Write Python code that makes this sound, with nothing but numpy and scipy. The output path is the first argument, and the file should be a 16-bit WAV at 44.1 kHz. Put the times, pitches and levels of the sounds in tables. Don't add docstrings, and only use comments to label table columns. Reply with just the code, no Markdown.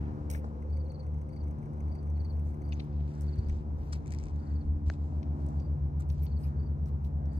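import sys
import numpy as np
from scipy import signal
from scipy.fft import rfft, irfft, next_fast_len
from scipy.io import wavfile
from scipy.ndimage import uniform_filter1d, map_coordinates

SR = 44100
rng = np.random.default_rng(int(sys.argv[2]) if len(sys.argv) > 2 else 0)


def wav_record(signal):
    frames = np.transpose(np.atleast_2d(signal))
    bounded = np.clip(frames, -1, 1)
    quanta = np.round(bounded * 32767).astype(np.int16)
    wavfile.write(sys.argv[1], SR, quanta)


N = 325899
T = np.arange(N) / SR
NEAR_LAG_S = .00026


def undb(db):
    return 10 ** (np.asarray(db) / 20)


def unit(x):
    return x / np.sqrt(np.mean(x ** 2) + 1e-20)


def walk(rate_hz):
    hold = max(int(SR / rate_hz), 2)
    steps = np.repeat(rng.standard_normal(N // hold + 1), hold)
    return unit(uniform_filter1d(uniform_filter1d(steps, hold), hold)[:N])


def curve(points):
    times, *columns = np.transpose(points)
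    return [np.interp(T, times, column) for column in columns]


def band(x, hz, width_hz):
    hz = min(hz, .44 * SR)
    return signal.lfilter(*signal.iirpeak(hz, hz / min(width_hz, SR / 3), fs=SR), x)


def dull(x, hz):
    return signal.sosfilt(signal.butter(4, min(hz, .44 * SR), fs=SR, output="sos"), x)


def colour(x, points):
    hz, db = np.transpose(points)
    size = next_fast_len(N + SR // 10)
    bins_hz = np.arange(size // 2 + 1) * SR / size + 1
    gain = undb(np.interp(np.log(bins_hz), np.log(hz), db))
    return irfft(rfft(x, size) * gain, size)[..., :N]


def coloured(points):
    return unit(colour(rng.standard_normal(N), points))


def ports(x, pan_db, lag_s=.00034):
    late = map_coordinates(x, [np.arange(len(x)) - lag_s * SR], order=3)
    return np.array([late * undb(pan_db / 2), x * undb(-pan_db / 2)])


def add(out, s, x):
    i = int(s * SR)
    x = x[..., max(-i, 0):max(N - i, 0)]
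    out[..., max(i, 0):max(i, 0) + x.shape[-1]] += x


def grains(length_s, spread_db, skew):
    progress = np.linspace(0, 1, int(np.clip(length_s, .01, 1) * SR))
    sizes = undb(spread_db * np.repeat(np.minimum(rng.exponential(size=SR // 20), 5), 20))
    return (rng.standard_normal(SR) * sizes)[:len(progress)] * np.sin(np.pi * progress ** skew)


def narrowband(points, spread_hz):
    hz, db = curve(points)
    phase = 2 * np.pi * np.cumsum(hz) / SR
    return ports(undb(db) * (walk(spread_hz) * np.cos(phase) + walk(spread_hz) * np.sin(phase)), 0)


# (time [s], frequency [Hz], level [dB])
DISTANT_WHINE = [(0, 493.3, -66), (.4, 504, -55.5), (.85, 521, -54.5), (1.4, 497, -61.5),
                 (2.5, 498.4, -66.5), (3.5, 491, -82)]
TURBINE_WHINE = [(0, 9770, -104), (2.5, 9570, -96), (7.39, 9600, -96)]
def whines():
    return narrowband(DISTANT_WHINE, spread_hz=100) + narrowband(TURBINE_WHINE, spread_hz=260)


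# (time [s], centre [Hz], level [dB])
SWISH_PATH = [(2.2, 11020, -115), (2.28, 11200, -85), (2.36, 12260, -83), (2.41, 11900, -83),
              (2.48, 13060, -89), (2.56, 11180, -85), (2.7, 11700, -87), (2.85, 11330, -115),
              (3.7, 11260, -115), (3.77, 11550, -88), (3.85, 12180, -82.5), (3.92, 10980, -84),
              (3.97, 11480, -79), (4.03, 11440, -115)]
def swishes():
    return narrowband(SWISH_PATH, spread_hz=2200)


# (frequency [Hz], relative density [dB])
DIRECT_SPECTRUM = [(20, -26), (40, -2.5), (60, 6.5), (110, 6), (170, -1.5), (260, -9.5), (400, -14.5),
                   (600, -20), (900, -17.5), (1300, -25.5), (2000, -46), (3300, -55), (6000, -54),
                   (15000, -67)]
DIFFUSE_SPECTRUM = [(20, -14), (60, -5), (150, 0.5), (300, -2), (500, -6.5), (900, -14), (1400, -28),
                    (2200, -42), (3300, -42), (5000, -45), (8000, -49.5), (15000, -60)]
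# (time [s], gain [dB])
ROAR_TREBLE = [(0, 2.5), (1.2, 0), (3.3, 0), (3.9, -1.5), (4.6, 0.5), (5.4, 1.5), (5.9, -2.5), (7.39, -2.5)]
def exhaust_roar(direct_db=-42.5, diffuse_db=-49, flicker_db=.5, drift_db=1, treble_hz=400):
    direct = ports(coloured(DIRECT_SPECTRUM) * undb(direct_db + flicker_db * walk(11)), pan_db=5.5)
    diffuse = undb(diffuse_db) * np.array([coloured(DIFFUSE_SPECTRUM), coloured(DIFFUSE_SPECTRUM)])
    roar = (direct + diffuse) * undb(drift_db * walk(1.996))
    bass = signal.sosfiltfilt(signal.butter(2, treble_hz, fs=SR, output="sos"), roar)
    return bass + (roar - bass) * undb(curve(ROAR_TREBLE)[0])


# (time [s], duration [s], level [dB], centre [Hz])
RUSH_WAVES = [(-.15, 0.41, -63, 1100), (0.201, 0.24, -54, 660), (1.699, 0.39, -56.5, 712),
              (2.518, .35, -55, 810), (2.95, .65, -66.5, 1290), (4.249, 0.5, -62.5, 1130),
              (4.849, 0.98, -55, 669), (5.39, .27, -52, 763), (6.247, 0.57, -63, 1100),
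              (7.018, 0.48, -53, 660), (7.051, .6, -66.5, 1190)]
def exhaust_swells(relative_width=.6):
    out = np.zeros(N)
    for s, length, db, hz in RUSH_WAVES:
        swell = np.hanning(int(length * SR))
        rush = band(rng.standard_normal(2 * SR), hz, relative_width * hz)
        rush = dull(band(rush, hz, relative_width * hz), 1.5 * hz)
        add(out, s, undb(db) * swell * unit(rush)[-len(swell):])
    return ports(out, pan_db=2, lag_s=.00045)


# (time [s], first interval between notes [s], relative level [dB])
BIRD_PHRASES = [(.690, .03, -65), (.850, 0.042, -57.5), (1.293, .03, -64), (1.886, .026, -66),
                (2.152, .042, -58), (2.612, 0.026, -67.5), (3.232, .043, -57), (3.352, 0.03, -66.5),
                (4.36, .029, -71), (4.458, .043, -64), (5.566, 0.021, -69.5), (6.22, 0.042, -61),
                (6.559, 0.027, -68), (7.283, 0.024, -70)]
def bird(note_s=.027, slowing_s=.0046, roughness=.25, distance_db=-3.2, echo_db=-9, echo_s=.04):
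    song = np.zeros(N)
    progress = np.linspace(0, 1, int(note_s * SR))
    for s, gap_s, db in BIRD_PHRASES:
        phrase_hz, fall_hz = 4850 - 5200 * gap_s, 13500 * gap_s
        phrase_db = db + 130 * (.04 - gap_s)
        for k in range(4):
            first = k == 0
            top_hz = (phrase_hz - 130 * first) * (1 + .003 * rng.standard_normal())
            pitch = top_hz - fall_hz * progress ** 2
            note = np.sin(np.pi * progress) * np.sin(2 * np.pi * np.cumsum(pitch) / SR)
            start = s + k * gap_s + slowing_s * k * (k - 1) / 2
            add(song, start, undb(phrase_db - 9 * first) * note)
    song = undb(distance_db) * song * (1 + roughness * walk(550))
    tails = rng.standard_normal((2, SR // 5)) * np.exp(-T[:SR // 5] / echo_s)
    echo = np.array([signal.fftconvolve(song, tail / np.linalg.norm(tail))[:N] for tail in tails])
    return ports(song, pan_db=7, lag_s=.00027) + undb(echo_db) * echo


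# (time [s], duration [s], level [dB], centre [Hz])
WIND_PUFFS = [(3.38, 0.3, -43.5, 45), (3.661, .3, -44, 48.2), (3.95, 0.31, -46, 109), (4.167, .25, -45, 55),
              (4.552, .3, -41.5, 50)]
def wind(relative_width=.38, incoherent_db=-9):
    out = np.zeros((2, N))
    for s, length, db, hz in WIND_PUFFS:
        swell = np.hanning(int(length * SR))
        rumbles = [band(band(rng.standard_normal(SR), hz, relative_width * hz), hz, hz) for _ in range(3)]
        common, left, right = (unit(rumble[-len(swell):] * swell) for rumble in rumbles)
        add(out, s, undb(db) * (common + undb(incoherent_db) * np.array([left, right])))
    return out


# (time of peak [s], duration [s], peak level [dB], frequency [Hz])
NUDGES = [(3.394, 0.036, -18.5, 81), (3.602, 0.077, -32, 55), (4.717, 0.055, -31, 70),
          (4.88, 0.04, -23, 68)]
def thumps():
    out = np.zeros(N)
    for s, length, db, hz in NUDGES:
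        swell = np.hanning(int(length * SR))
        rocking = np.cos(2 * np.pi * hz * (T[:len(swell)] - length / 2))
        add(out, s - length / 2, undb(db) * swell * rocking)
    return out


# (frequency [Hz], decay [s], relative level [dB])
BODY_MODES = [(660, 0.0016, -26.5), (1565, 0.00092, -24), (2230, 0.00038, -31), (4100, 0.00083, -34.5),
              (6000, 0.00076, -39)]
def knock(time_s=4.9, pan_db=4):
    out, t = np.zeros(N), T[:SR // 50]
    for hz, decay_s, db in BODY_MODES:
        envelope = t / decay_s * np.exp(1 - 2 * t / decay_s)
        add(out, time_s, undb(db) * envelope * np.sin(2 * np.pi * hz * t))
    return out * undb(np.array([[pan_db], [-pan_db]]) / 2)


# (time [s], duration [s], level [dB], centre [Hz])
CLOTH_RUBS = [(0, 0.15, -70.5, 1400), (0.299, 0.11, -65, 1500), (0.426, 0.099, -80, 5000),
              (2.444, 0.1, -77, 6500), (2.721, 0.18, -72, 3000), (2.86, 0.74, -76, 2620),
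              (3.06, 0.28, -75.5, 5000), (3.25, 0.35, -77, 3380), (3.468, 0.18, -73, 3600),
              (3.758, 0.37, -76, 3660), (3.917, 0.069, -63, 3700), (4.05, 0.35, -71, 3600),
              (4.34, 0.42, -78.5, 3800), (4.856, 0.12, -67.5, 3970), (4.967, 0.33, -80, 4200),
              (5.352, 0.35, -78.5, 4940), (5.996, 0.058, -71.5, 4500), (6.086, 0.33, -76, 3500),
              (6.389, .16, -75.5, 3800), (6.86, 0.051, -76, 3500), (7.04, 0.058, -77, 3500),
              (7.313, 0.16, -77.5, 6000)]
def clothes(relative_width=2.6, fold_hz=2200, fold_db=-6):
    out = np.zeros(N)
    for s, length, db, hz in CLOTH_RUBS:
        slip = grains(length, spread_db=3.5, skew=.58)
        width_hz = relative_width * hz
        fibres = band(band(slip, hz, width_hz), hz, min(width_hz, 9000))
        fold = undb(fold_db) * band(slip, fold_hz, fold_hz / 2)
        add(out, s, undb(db) * unit(dull(fibres + fold, 2.16 * hz)))
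    return ports(out, pan_db=4, lag_s=NEAR_LAG_S)


# (time [s], duration [s], level [dB], centre [Hz], spread of grain sizes [dB])
SHOE_SCUFFS = [(0.297, 0.11, -58, 9400, 2.5), (6.087, 0.075, -74, 11500, 5), (6.222, 0.045, -62, 14500, 5),
               (6.379, 0.14, -76, 10500, 6), (6.855, 0.06, -74, 9360, 3.5), (7.036, 0.053, -73, 11000, 3)]
def scuffs(grit_width_hz=8000, sole_hz=2300, sole_db=-5, heel_hz=5700, heel_db=-8, shoe_width_hz=600):
    out = np.zeros(N)
    for s, length, db, hz, spread_db in SHOE_SCUFFS:
        grit = grains(length, spread_db, skew=.51)
        sole = undb(sole_db) * band(grit, sole_hz, shoe_width_hz)
        heel = undb(heel_db) * band(grit, heel_hz, shoe_width_hz)
        add(out, s, undb(db) * unit(band(grit, hz, grit_width_hz) + sole + heel))
    return ports(out, pan_db=2)


# (time [s], duration [s], level [dB], resonance [Hz])
SLIPS = [(2.722, 0.017, -54, 2660), (2.725, .028, -64, 6440), (2.796, .014, -54.5, 4000),
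         (6.11, .02, -68, 11000), (6.222, 0.042, -62.5, 11940), (6.38, 0.12, -78, 8600),
         (6.43, .04, -69, 11300), (6.431, .03, -68.5, 4800), (6.434, .04, -72.5, 2500),
         (6.45, 0.054, -79, 11800)]
def squeaks(width_hz=700):
    out = np.zeros(N)
    for s, length, db, hz in SLIPS:
        slip = grains(length, spread_db=3, skew=.45)
        add(out, s, undb(db) * unit(band(band(slip, hz, width_hz), hz, width_hz)))
    return ports(out, pan_db=2)


# (time [s], peak level [dB], centre [Hz], pan [dB], decay [s])
NEAR_CLICKS = [(.300, -33.5, 8400, -4, 0.0045), (.300, -46.5, 2100, -1, .004),
               (0.312, -35, 10500, 1, 0.0023), (.346, -43, 1750, 10.5, 0.0047),
               (.441, -35.5, 586, 2, 0.004), (.443, -58.5, 4770, 2, .003), (2.722, -48, 3700, 6, .0015),
               (2.801, -47.5, 3000, 2, 0.0011), (2.839, -59, 11400, 1, .002), (3.003, -55, 3000, 1, .0015),
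               (3.209, -45.5, 7960, 7, 0.0017), (3.218, -48, 8500, 8, .002), (3.232, -56, 8000, 9, 0.0022),
               (3.357, -60, 7000, 6, .001), (3.386, -54, 6000, 4, 0.0013), (3.485, -51, 6000, 9, .002),
               (3.496, -46, 5000, 6, 0.0008), (3.497, -49.5, 1550, 2, 0.0049),
               (4.937, -50.5, 4000, 2, 0.0023), (5.229, -51, 3280, 7, 0.0019),
               (5.463, -53, 7000, 6, 0.0018), (5.486, -57, 6470, 11, 0.0026),
               (5.598, -56.5, 4050, 9, 0.007), (6.091, -52, 10000, 0, 0.00077), (6.099, -49, 4170, 6, .003),
               (6.143, -60, 6000, 2, 0.0012), (6.2, -56, 11000, 0, 0.00096), (6.265, -50, 3600, 4, 0.0023),
               (6.858, -54, 5000, 4, 0.0017), (7.046, -56, 3600, 0, 0.0027), (7.255, -59, 4500, 3, 0.0057),
               (7.333, -64, 8000, 4, .003), (7.367, -61, 8000, 4, .003)]
def clicks(relative_width=.58, rise_s=.00051, tail_db=-30, tail_s=.068):
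    out, t = np.zeros((2, N)), T[:SR // 10]
    for s, db, hz, pan_db, decay_s in NEAR_CLICKS:
        envelope = (1 - np.exp(-t / rise_s)) * (np.exp(-t / decay_s) + undb(tail_db) * np.exp(-t / tail_s))
        ring = band(rng.standard_normal(len(t)) * envelope, hz, relative_width * hz)
        click = dull(band(ring, hz, 2 * relative_width * hz), 2.2 * hz)
        add(out, s, ports(undb(db) * click / np.abs(click).max(), pan_db))
    return out


# (time [s], peak level [dB])
FILM_SNAPS = [(4.060, -50), (4.071, -47), (4.078, -47), (4.106, -47), (4.121, -39.5), (4.125, -43),
              (4.137, -45), (4.148, -42), (4.187, -42), (4.199, -52), (4.211, -55), (4.231, -54),
              (4.238, -44), (4.256, -51), (4.268, -51), (4.284, -54), (4.360, -57)]
def kiss_crackle(snap_hz=6200, width_hz=5000, mouth_hz=2300, mouth_db=1, top_hz=9500, decay_s=.0015):
    out, t = np.zeros(N), T[:SR // 100]
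    for s, db in FILM_SNAPS:
        burst = rng.standard_normal(len(t)) * np.exp(-t / decay_s)
        mouth = undb(mouth_db) * band(burst, mouth_hz, mouth_hz / 4)
        snap = dull(band(burst, snap_hz, width_hz) + mouth, top_hz)
        add(out, s, undb(db) * snap / np.abs(snap).max())
    return ports(out, pan_db=8, lag_s=NEAR_LAG_S)


# (time [s], duration [s], level [dB], mouth resonance [Hz], lip flutter [Hz], pan [dB],
# cheek cavity relative to mouth [dB])
LIP_SMACKS = [(2.72, 0.013, -52.5, 2600, 806, 3, -21), (2.796, 0.011, -54.5, 2500, 660, 6, -18),
              (3.923, 0.018, -49.5, 5400, 979, 6.5, -3.5), (5.996, 0.018, -62, 7600, 348, 4, 4)]
def kisses(relative_width=.78, jitter=.53, puff_cycles=.36, cheek_hz=1280, cheek_width_hz=260):
    out = np.zeros((2, N))
    for s, length, db, hz, flutter_hz, pan_db, cheek_db in LIP_SMACKS:
        n, width_hz = int(length * SR), relative_width * hz
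        swell = np.sqrt(np.abs(np.sin(np.pi * np.linspace(0, 1, n))))
        cycle = np.cumsum(flutter_hz * (1 + jitter * walk(500)[:n])) / SR % 1
        puffs = np.exp(-cycle / puff_cycles) * rng.standard_normal(n) * swell
        formants = band(puffs, hz, width_hz) + undb(-1) * band(puffs, 1.6 * hz, width_hz)
        mouth = dull(band(formants, hz, width_hz), 1.85 * hz)
        add(out, s, ports(undb(db) * unit(mouth), pan_db, NEAR_LAG_S))
        cheeks = band(np.pad(puffs, (0, n)), cheek_hz, cheek_width_hz)
        cheeks = band(cheeks, cheek_hz, cheek_width_hz)
        add(out, s, ports(undb(db + cheek_db) * unit(cheeks), pan_db / 2))
    return out


# (time in cycle [s], relative level [dB])
CYCLE_IMPACTS = [(0, 1), (.076, -4.5), (.109, -8), (.119, -4.5)]
# (frequency [Hz], bandwidth [Hz], gain [dB])
MECHANISM_MODES = [(1620, 400, 4.5), (2100, 210, 7.5), (6300, 800, 0), (8600, 1100, -1)]
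def ticking(start_s=.6222, period_s=.1476, cycles=15, drive_db=-56, scatter_db=2, rise_s=.001, decay_s=.005):
    impacts, t = np.zeros(N), T[:SR // 25]
    envelope = (1 - np.exp(-t / rise_s)) * np.exp(-t / decay_s)
    for cycle in range(cycles):
        for lag_s, db in CYCLE_IMPACTS:
            size = undb(drive_db + db + scatter_db * rng.standard_normal())
            add(impacts, start_s + cycle * period_s + lag_s, size * envelope * rng.standard_normal(len(t)))
    ringing = sum(undb(db) * band(impacts, hz, width_hz) for hz, width_hz, db in MECHANISM_MODES)
    return ports(ringing, pan_db=3)


def propeller(blade_rate, group_levels, harmonics, flutter_db, roughness=.035, jitter_rad=.021):
    (hz,) = curve(blade_rate)
    phase = 2 * np.pi * np.cumsum(hz) / SR
    levels = [group_db + db for group_db, group in zip(curve(group_levels), harmonics) for db in group]
    out = np.zeros(N)
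    for k, db in enumerate(levels, 1):
        amplitude = np.sqrt(2) * undb(db + flutter_db * k * walk(4)) * (1 + roughness * k * walk(25))
        out += amplitude * np.sin(k * phase + jitter_rad * k * walk(10))
    return out


# (time [s], blade rate [Hz])
SLOW_BLADE_RATE = [(0, 74), (2, 73.7), (4, 73.1), (4.8, 71.9), (6.4, 70.7), (7.39, 69.7)]
FAST_BLADE_RATE = [(0, 76.91), (.6, 76.39), (1.6, 76.6), (2.3, 77.21), (2.9, 76.93), (4, 77.89),
                   (4.5, 77.71), (5.1, 78.73), (6.2, 78.81), (7.39, 79.19)]
# (time [s], thrum [dB], octave hum [dB], buzz [dB], rasp [dB])
SLOW_GROUPS = [(0, -45.5, -40, -46, -48.5), (.6, -37.5, -46.5, -51, -54.5), (1.05, -42.5, -43, -55, -56.5),
               (1.45, -38, -42, -49, -57), (1.65, -52.5, -38.5, -48, -53.5),
               (1.9, -38.5, -41.5, -49.5, -54.5), (2.3, -40.5, -42.5, -51.5, -59),
               (2.6, -38, -42, -48.5, -55.5), (3.1, -35.5, -37.5, -49, -54), (3.55, -36.5, -41, -51, -57),
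               (4.15, -42, -44.5, -55.5, -60.5), (4.65, -34, -42.5, -47, -56),
               (5.05, -40.5, -44, -48.5, -55.5), (5.5, -36, -36.5, -46.5, -55),
               (6.15, -34, -35.5, -59, -62.5), (6.55, -34.5, -37.5, -52, -56.5),
               (7.39, -34.5, -37, -50, -65)]
# (time [s], thrum [dB], buzz [dB])
FAST_GROUPS = [(0, -38.5, -60), (.55, -44.5, -62), (0.799, -33, -58), (1.0, -39.5, -54), (1.45, -37.5, -63),
               (1.65, -50, -58), (1.85, -35.5, -64.5), (2.3, -31.5, -67), (2.55, -37, -60), (2.9, -38, -56),
               (3.5, -37, -53), (4.05, -41, -52), (4.35, -36, -51), (4.699, -34, -49), (7.39, -36.5, -47)]
# (level relative to the group [dB], ...)
SLOW_HARMONICS = [
    [2.5],
    [-1.5],
    [2.5, -1.5],
    [-2.5, -11, -14],
]
FAST_HARMONICS = [
    [2],
    [1, -4.5, -15],
]
def beating_propellers():
    slow = propeller(SLOW_BLADE_RATE, SLOW_GROUPS, SLOW_HARMONICS, flutter_db=.4564)
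    fast = propeller(FAST_BLADE_RATE, FAST_GROUPS, FAST_HARMONICS, flutter_db=.5)
    return ports(slow + fast, pan_db=.7)


def scene():
    far = beating_propellers() + exhaust_roar() + exhaust_swells() + whines() + bird()
    near = ticking() + clicks() + kisses() + kiss_crackle() + squeaks() + clothes() + scuffs() + swishes()
    return far + near + knock() + thumps() + wind()


# (frequency [Hz], gain [dB])
MIC_RESPONSE = [(1200, -2), (2200, 4.5), (2700, 0.5), (3400, -4), (4500, 0), (6300, -0.5), (7200, -2.5),
                (8500, -2), (9500, -3.5), (10200, -7.5), (11400, -2), (12900, -2), (13900, -8.5),
                (15100, 1.5)]
def record(dry, fade_s=.006, top_hz=16000):
    fade = np.clip(np.minimum(T, T[-1] - T) / fade_s, 0, 1)
    lowpass = signal.ellip(8, .2, 70, top_hz, fs=SR, output="sos")
    return signal.sosfilt(lowpass, colour(dry * fade, MIC_RESPONSE))


dry = scene()
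out = record(dry)
wav_record(out)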